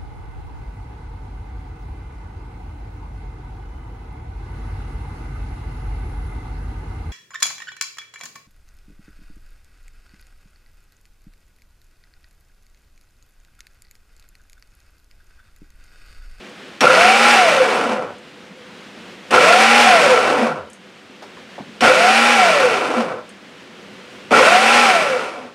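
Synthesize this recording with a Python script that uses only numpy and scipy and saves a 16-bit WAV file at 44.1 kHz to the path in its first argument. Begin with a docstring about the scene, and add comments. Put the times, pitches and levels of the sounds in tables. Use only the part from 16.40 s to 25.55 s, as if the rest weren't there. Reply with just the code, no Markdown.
"""Four whirring, rattling bursts: a food processor chops vegetables on a kitchen counter.
Each pulse opens with a snap of the blade; the motor spins up, then coasts down under drag and friction.
Its gears whine at their mesh frequency while flying pieces excite the resonances of the plastic bowl.
Relays tick and the housing knocks in the pauses, over steady air noise and a faint hum.
Gain control holds the bursts down, and the last one is faded out."""
import sys
import numpy as np
from scipy import signal
from scipy.fft import rfft, irfft
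from scipy.io import wavfile
from scipy.ndimage import uniform_filter1d, map_coordinates

SR = 44100
rng = np.random.default_rng(int(sys.argv[2]) if len(sys.argv) > 2 else 0)


def unload_wav(signal):
    """Save mono or channel-first audio to the path in sys.argv[1] as 16-bit WAV at rate SR, clipped to [-1, 1]."""
    wavfile.write(
        sys.argv[1],
        SR,
        np.round(np.clip(np.atleast_2d(signal).T, -1, 1) * 32767).astype(np.int16),
    )


N = 403377
TIME = np.arange(N) / SR
POWER_S = .525  # the motor is driven this long in every pulse


def undb(db):
    """Decibels to amplitude ratio."""
    return 10 ** (np.asarray(db) / 20)


def unit(x):
    """Normalisation to rms 1."""
    return x / np.sqrt(np.mean(x ** 2))


def cut(x, hz, kind, order=2):
    """Butterworth filter."""
    return signal.sosfilt(signal.butter(order, hz, kind, fs=SR, output="sos"), x)


def add(out, start_s, x):
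    """Superposition: mix x into out from start_s on."""
    i = int(start_s * SR)
    out[i:i + len(x)] += x[:len(out) - i]


def walk(rate_hz, size):
    """Smooth random modulation of rms 1, changing about rate_hz times a second."""
    points = rng.standard_normal(4096)
    return unit(map_coordinates(points, [np.arange(size) * rate_hz / SR], order=2, mode="wrap"))


def colour(x, spectrum, resonances=(), size=8192):
    """Minimum-phase filter: a smooth spectral envelope with bell-shaped peaks and dips."""
    bin_hz = np.arange(size // 2 + 1) * SR / size
    hz, db = np.transpose(spectrum)
    db = np.interp(np.log(bin_hz + 1), np.log(hz), db)
    for centre_hz, width_hz, lift_db in resonances:
        db = db + lift_db / (1 + (2 * (bin_hz - centre_hz) / width_hz) ** 2)
    cepstrum = irfft(np.log(undb(db)))
    cepstrum[1:size // 2] *= 2  # folding the cepstrum makes the response causal
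    cepstrum[size // 2 + 1:] = 0
    response = irfft(np.exp(rfft(cepstrum)))
    return signal.fftconvolve(x, response)[:len(x)]


def burst(t60_s, size=16384):
    """Exponential decay of noise: the raw sound of a small blow."""
    return rng.standard_normal(size) * np.exp(-np.log(1000) * TIME[:size] / t60_s)


def scatter(hits, wet_db, t60_s):
    """Diffuse scattering: each hit lands somewhere else, so each has its own tail of echoes."""
    retention = np.exp(-2 * np.log(1000) / (t60_s * SR))
    power = signal.lfilter([1 - retention], [1, -retention], hits ** 2)
    return hits + undb(wet_db) * np.sqrt(power) * rng.standard_normal(len(hits))


def impacts(per_s, spread_db):
    """Poisson process: random hits of uneven strength, their power independent of their rate."""
    struck = rng.random(len(per_s)) < per_s / SR
    strength = undb(spread_db * np.clip(rng.standard_normal(len(per_s)), -2, 2))
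    sign = rng.choice([-1, 1], len(per_s))
    return unit(struck * sign * strength / np.sqrt(per_s))


def kitchen():
    """Broadband air noise and an appliance hum that wavers by amplitude and phase modulation."""
    # spectrum of the air noise: frequency_hz, gain_db
    air_spectrum = [(18, -71), (30, -62), (65, -18), (143, -12), (195, -1.5), (296, -5.5), (320, -8.5),
                    (374, -3), (415, -9), (497, -5.5), (538, -9), (905, -14), (1520, -12), (2990, -14),
                    (9000, -34), (15000, -50.5)]
    # partials of the hum: pitch_hz, level_db
    hum_partials = [(205, -54.5), (500, -55)]
    air = unit(colour(rng.standard_normal(N), air_spectrum)) * undb(-39.5 + .63 * walk(15, N))
    hum = np.zeros(N)
    for pitch_hz, level_db in hum_partials:
        amplitude = undb(level_db + 5 * walk(16, N))
        hum += amplitude * np.sin(2 * np.pi * pitch_hz * TIME + 1.2 * walk(25, N))
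    return air + hum


def relay_ticks():
    """Impulse excitation: relays and latch give bright ticks with a thin metallic resonance."""
    # relay and latch ticks: start_s, relative_peak_db
    ticks = [(0.0944, -46), (1.7833, -45), (4.3006, -34), (4.3321, -29), (6.8922, -34)]
    # spectrum of a tick: frequency_hz, gain_db
    tick_spectrum = [(500, -32), (3000, -24), (6000, 5), (9000, 12), (11000, 2), (15500, -36)]
    out = np.zeros(N)
    for start_s, relative_peak_db in ticks:
        blow = scatter(burst(t60_s=.022), wet_db=-4, t60_s=.14)
        tick = colour(blow, tick_spectrum, resonances=[(6400, 60, 17)])
        add(out, start_s, tick / np.abs(tick).max() * undb(relative_peak_db + 3))
    return out


def motor(t, coast_s):
    """Mesh frequency and torque (0-1): a first-order spin-up, then braking by drag and dry friction."""
    kick_hz, free_hz, time_constant_s = 222, 859.5, .158
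    drag = .75  # drag of the food against dry friction: bends the coast-down, straight near 0
    shortfall = np.exp(-np.minimum(t, POWER_S) / time_constant_s)
    driven_hz = free_hz - (free_hz - kick_hz) * shortfall
    coast_left = np.clip(1 - (t - POWER_S) / coast_s, 0, 1)
    return driven_hz * np.tan(drag * coast_left) / np.tan(drag), shortfall * (t < POWER_S)


def reflect(x):
    """Comb filtering: early reflections from hard surfaces interfere with the direct sound."""
    # echoes off counter, tiles and cupboards: delay_ms, gain_db
    echoes = [(1.7, -20), (3.7, -19), (6.1, -19), (10.3, -17)]
    return x + sum(undb(db) * np.pad(x, (int(ms * SR / 1000), 0))[:len(x)] for ms, db in echoes)


def rattle(speed, mesh_phase, crack_db):
    """Impact noise: loose gear teeth and flying pieces excite the bowl's modes, more often at speed."""
    # spectrum of one hit on bowl and base: frequency_hz, gain_db
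    bowl_spectrum = [(30, -41), (70, -26), (130, -18.5), (220, -9), (450, 1.5), (1100, 4.5), (1850, -1.5),
                     (2600, -3), (3800, -12), (5300, -14), (7000, -20.5), (9300, -21.5), (11000, -33.5),
                     (15500, -44.5)]
    # resonances of bowl, lid and base: centre_hz, width_hz, lift_db
    bowl_modes = [(214, 78, 4.5), (493, 56, 9.5), (588, 61, 5.5), (738, 48, 8), (1017, 13, 2),
                  (1363, 110, 7), (1514, 24, 9), (1965, 60, 4), (2287, 74, 6), (2657, 160, 4),
                  (2880, 29, -0.5), (3600, 22, 4.5), (4355, 59, 1.5)]
    size = len(speed)
    teeth = impacts(per_s=220 + 1900 * speed, spread_db=3.4) * (1 + .5 * np.cos(mesh_phase))
    pulp = undb(-4) * rng.standard_normal(size)  # wet pulp slides round the wall
    # slow blades shove the pieces round in clumps
    clumps = 1 + .7 * (1 - speed) ** 2 * np.cos(mesh_phase / 9 + walk(15, size))
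    hits = (teeth + pulp) * clumps * undb(walk(70.83, size))
    bowl = unit(colour(scatter(hits, wet_db=2, t60_s=.53), bowl_spectrum, bowl_modes))
    body = cut(bowl, 1560, "lowpass", order=4)
    crack = reflect(cut(bowl, 1910, "highpass", order=4))
    rocking = cut(body, 263, "lowpass", order=1) * 3.75 * (1 - speed)  # slow, heavy blows rock the base
    spray = cut(crack, 6000, "highpass", order=1) * .031 * speed  # thrown by fast cuts
    return undb(2.5) * unit(body + rocking) + undb(crack_db) * unit(crack + spray)


def gear_whine(speed, mesh_phase):
    """A tone at the tooth-meshing rate, modulated by each turn and each piece the blades meet."""
    # radiation of the housing: frequency_hz, gain_db
    housing_spectrum = [(40, -40), (85, -8), (170, -7.5), (240, -3), (3000, 2)]
    # resonances and dips of the housing: centre_hz, width_hz, lift_db
    housing_modes = [(236, 49, 10), (388, 296, -10), (503, 75, 17), (711, 163, 9.5), (796, 23, -3)]
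    size, teeth_per_turn = len(speed), 21.5
    jitter = (.3 + 1.2 * (1 - speed) ** 2) * walk(80, size)  # slack gears make the tone ragged
    phase = mesh_phase + jitter
    overtones = undb(-19) * np.sin(2 * phase) + undb(-14) * np.sin(3 * phase + walk(90, size))
    throb = 1 + .37 * np.cos(mesh_phase / teeth_per_turn + walk(7.84, size))
    tone = unit((np.sin(phase) + overtones) * throb * undb(1.33 * walk(58.8, size)))
    return colour(tone, housing_spectrum, housing_modes)


def blade_snap(ring_db):
    """Backlash: at switch-on the blade slaps against its drive and rings briefly."""
    # spectrum of the slap: frequency_hz, gain_db
    slap_spectrum = [(100, -25), (500, -13.5), (2500, 5), (4000, -7), (9000, -15), (11000, -26),
                     (15500, -35)]
    slap = colour(burst(t60_s=.11), slap_spectrum, resonances=[(5550, 150, ring_db)])
    return slap / np.abs(slap).max()


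def chunks(t, speed):
    """Resonance: big pieces thump the wall and sound the bowl's hollow note."""
    note_hz, width_hz = 1380, 123
    bite_s = .049  # the blades need this long to get the pieces flying
    blows = impacts(per_s=180 * (.25 + speed), spread_db=2)
    note = unit(cut(blows, [note_hz - width_hz / 2, note_hz + width_hz / 2], "bandpass"))
    return note * np.sqrt(speed) * np.minimum(t / bite_s, 1) ** 2


def shaft_hum(speed, mesh_phase):
    """Rotating unbalance: a tone at the motor's turning rate that grows steeply with speed."""
    shaft_phase = .288 * mesh_phase
    return np.sin(shaft_phase) * speed ** 4 * undb(-6 + 1.3 * walk(25.3, len(speed)))


def pulse(coast_s, coast_db):
    """Forced vibration: speed and torque govern every source through one spin-up and coast-down."""
    base_hz, base_width_hz = 231, 57
    attack_s, stall_speed = .044, .17  # below this share of top speed the pieces stop flying
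    t = TIME[:int(1.7 * SR)]
    mesh_hz, torque = motor(t, coast_s)
    speed, coasting = mesh_hz / mesh_hz.max(), t > POWER_S
    mesh_phase = 2 * np.pi * np.cumsum(mesh_hz) / SR
    # coasting through the base's resonance shakes the bowl
    shudder = coasting / (1 + (2 * (mesh_hz - base_hz) / base_width_hz) ** 2)
    settled = coasting * np.minimum((1 - speed) * 4, 1)  # the food drops back onto the slowing blades
    # slower hits are softer; food scrapes the shuddering wall
    crack_db = 3 + 6 * np.log2(speed + 1e-6) + 2.5 * shudder
    shaft = shaft_hum(speed, mesh_phase)
    hits = rattle(speed, mesh_phase, crack_db)
    thumps = chunks(t, speed) * undb(-6.5 + 15.5 * torque)
    gears = gear_whine(speed, mesh_phase) * undb(-1.5 - 8 * torque)  # torque presses the teeth together
    flying = speed ** 2 / (speed ** 2 + stall_speed ** 2)
    force = np.minimum(t / attack_s, 1) ** .8 * speed ** .73 * flying
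    gain_db = -9.5 + 11 * torque + coast_db * settled + 2.5 * shudder
    return (hits + thumps + gears + shaft) * force * undb(gain_db)


def room(x):
    """Short, dull reverberation: the gliding whine swells and dips as it crosses the room's modes."""
    tail = burst(t60_s=.32)
    tail *= np.minimum(TIME[:len(tail)] / .01, 1)
    tail = cut(tail / np.linalg.norm(tail), 5000, "lowpass", order=1)
    return x + undb(-11.5) * signal.fftconvolve(x, tail)[:len(x)]


def housing_knocks():
    """Damped vibration: each knock on the plastic dies away in one band of frequencies."""
    # knocks of housing and lid: start_s, peak_db, centre_hz, width_hz, t60_s
    knocks = [(2.101, -32, 210, 70, 0.1), (4.697, -34, 260, 200, .1), (4.822, -27, 750, 700, 0.18),
              (4.823, -31, 3600, 4970, 0.13), (4.971, -33.5, 1100, 400, .06), (5.18, -22, 680, 480, 0.17),
              (5.199, -24, 193, 130, 0.11), (5.277, -33, 210, 79.6, 0.11)]
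    out = np.zeros(N)
    for start_s, peak_db, centre_hz, width_hz, t60_s in knocks:
        blow = scatter(burst(t60_s), wet_db=-12, t60_s=.28)
        knock = cut(blow, [centre_hz - width_hz / 2, centre_hz + width_hz / 2], "bandpass")
        add(out, start_s, knock / np.abs(knock).max() * undb(peak_db))
    return out


def scene():
    """Mid-side stereo: the sources stand ahead; a faint cupboard echo and diffuse noise add width."""
    # motor pulses: start_s, coast_s, coast_db (lift while coasting), snap_db, ring_db (lift of the ring)
    pulses = [(.405, 0.9, -0.5, -3, 18.5), (2.905, .91, 3.5, -12.5, 2), (5.405, 1.0, 0.23, -9.5, 17),
              (7.905, 0.96, -1, -21, 2)]
    # room noise that differs between left and right: frequency_hz, gain_db
    diffuse_spectrum = [(25, -17), (80, -7), (200, -1), (700, -9), (1100, -19), (4000, -25), (15000, -50)]
    # cupboard echo, side relative to mid: frequency_hz, gain_db
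    cupboard_spectrum = [(60, -59), (250, -27), (550, -30.5), (800, -25), (1200, -64), (4000, -38),
                         (15000, -70)]
    slack_s, cupboard_delay_s = .0024, .009
    fade_from_s, fade_s = 8.467, .73
    machine = np.zeros(N)
    for start_s, coast_s, coast_db, snap_db, ring_db in pulses:
        add(machine, start_s, pulse(coast_s, coast_db))
        add(machine, start_s + slack_s, blade_snap(ring_db) * undb(snap_db))
    fade = np.clip(1 - (TIME - fade_from_s) / fade_s, 0, 1) ** 1.23
    mid = room(machine) * fade + relay_ticks() + housing_knocks() + kitchen()
    diffuse = unit(colour(rng.standard_normal(N), diffuse_spectrum))
    side = undb(-63) * diffuse + undb(-56) * mid
    add(side, cupboard_delay_s, colour(mid, cupboard_spectrum))
    return np.array([mid + side, mid - side])


def record(dry):
    """Automatic gain control ducks at once and recovers slowly; soft clipping and band limits follow."""
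    threshold_db, recovery_s, ceiling = -8, 1.87, .97
    rms = np.sqrt(uniform_filter1d(dry.mean(axis=0) ** 2, size=1200).clip(1e-12))
    recovery = TIME / recovery_s
    held_rms = np.exp(np.maximum.accumulate(np.log(rms) + recovery) - recovery)  # decaying peak hold
    ducked = dry * np.minimum(1, undb(threshold_db) / held_rms)
    rounded = ducked / (1 + np.abs(ducked / ceiling) ** 6) ** (1 / 6)
    top_cut = signal.ellip(10, .1, 80, 15800, fs=SR, output="sos")
    return signal.sosfilt(top_cut, cut(rounded, 44, "highpass", order=1))


dry = scene()
out = record(dry)
unload_wav(out)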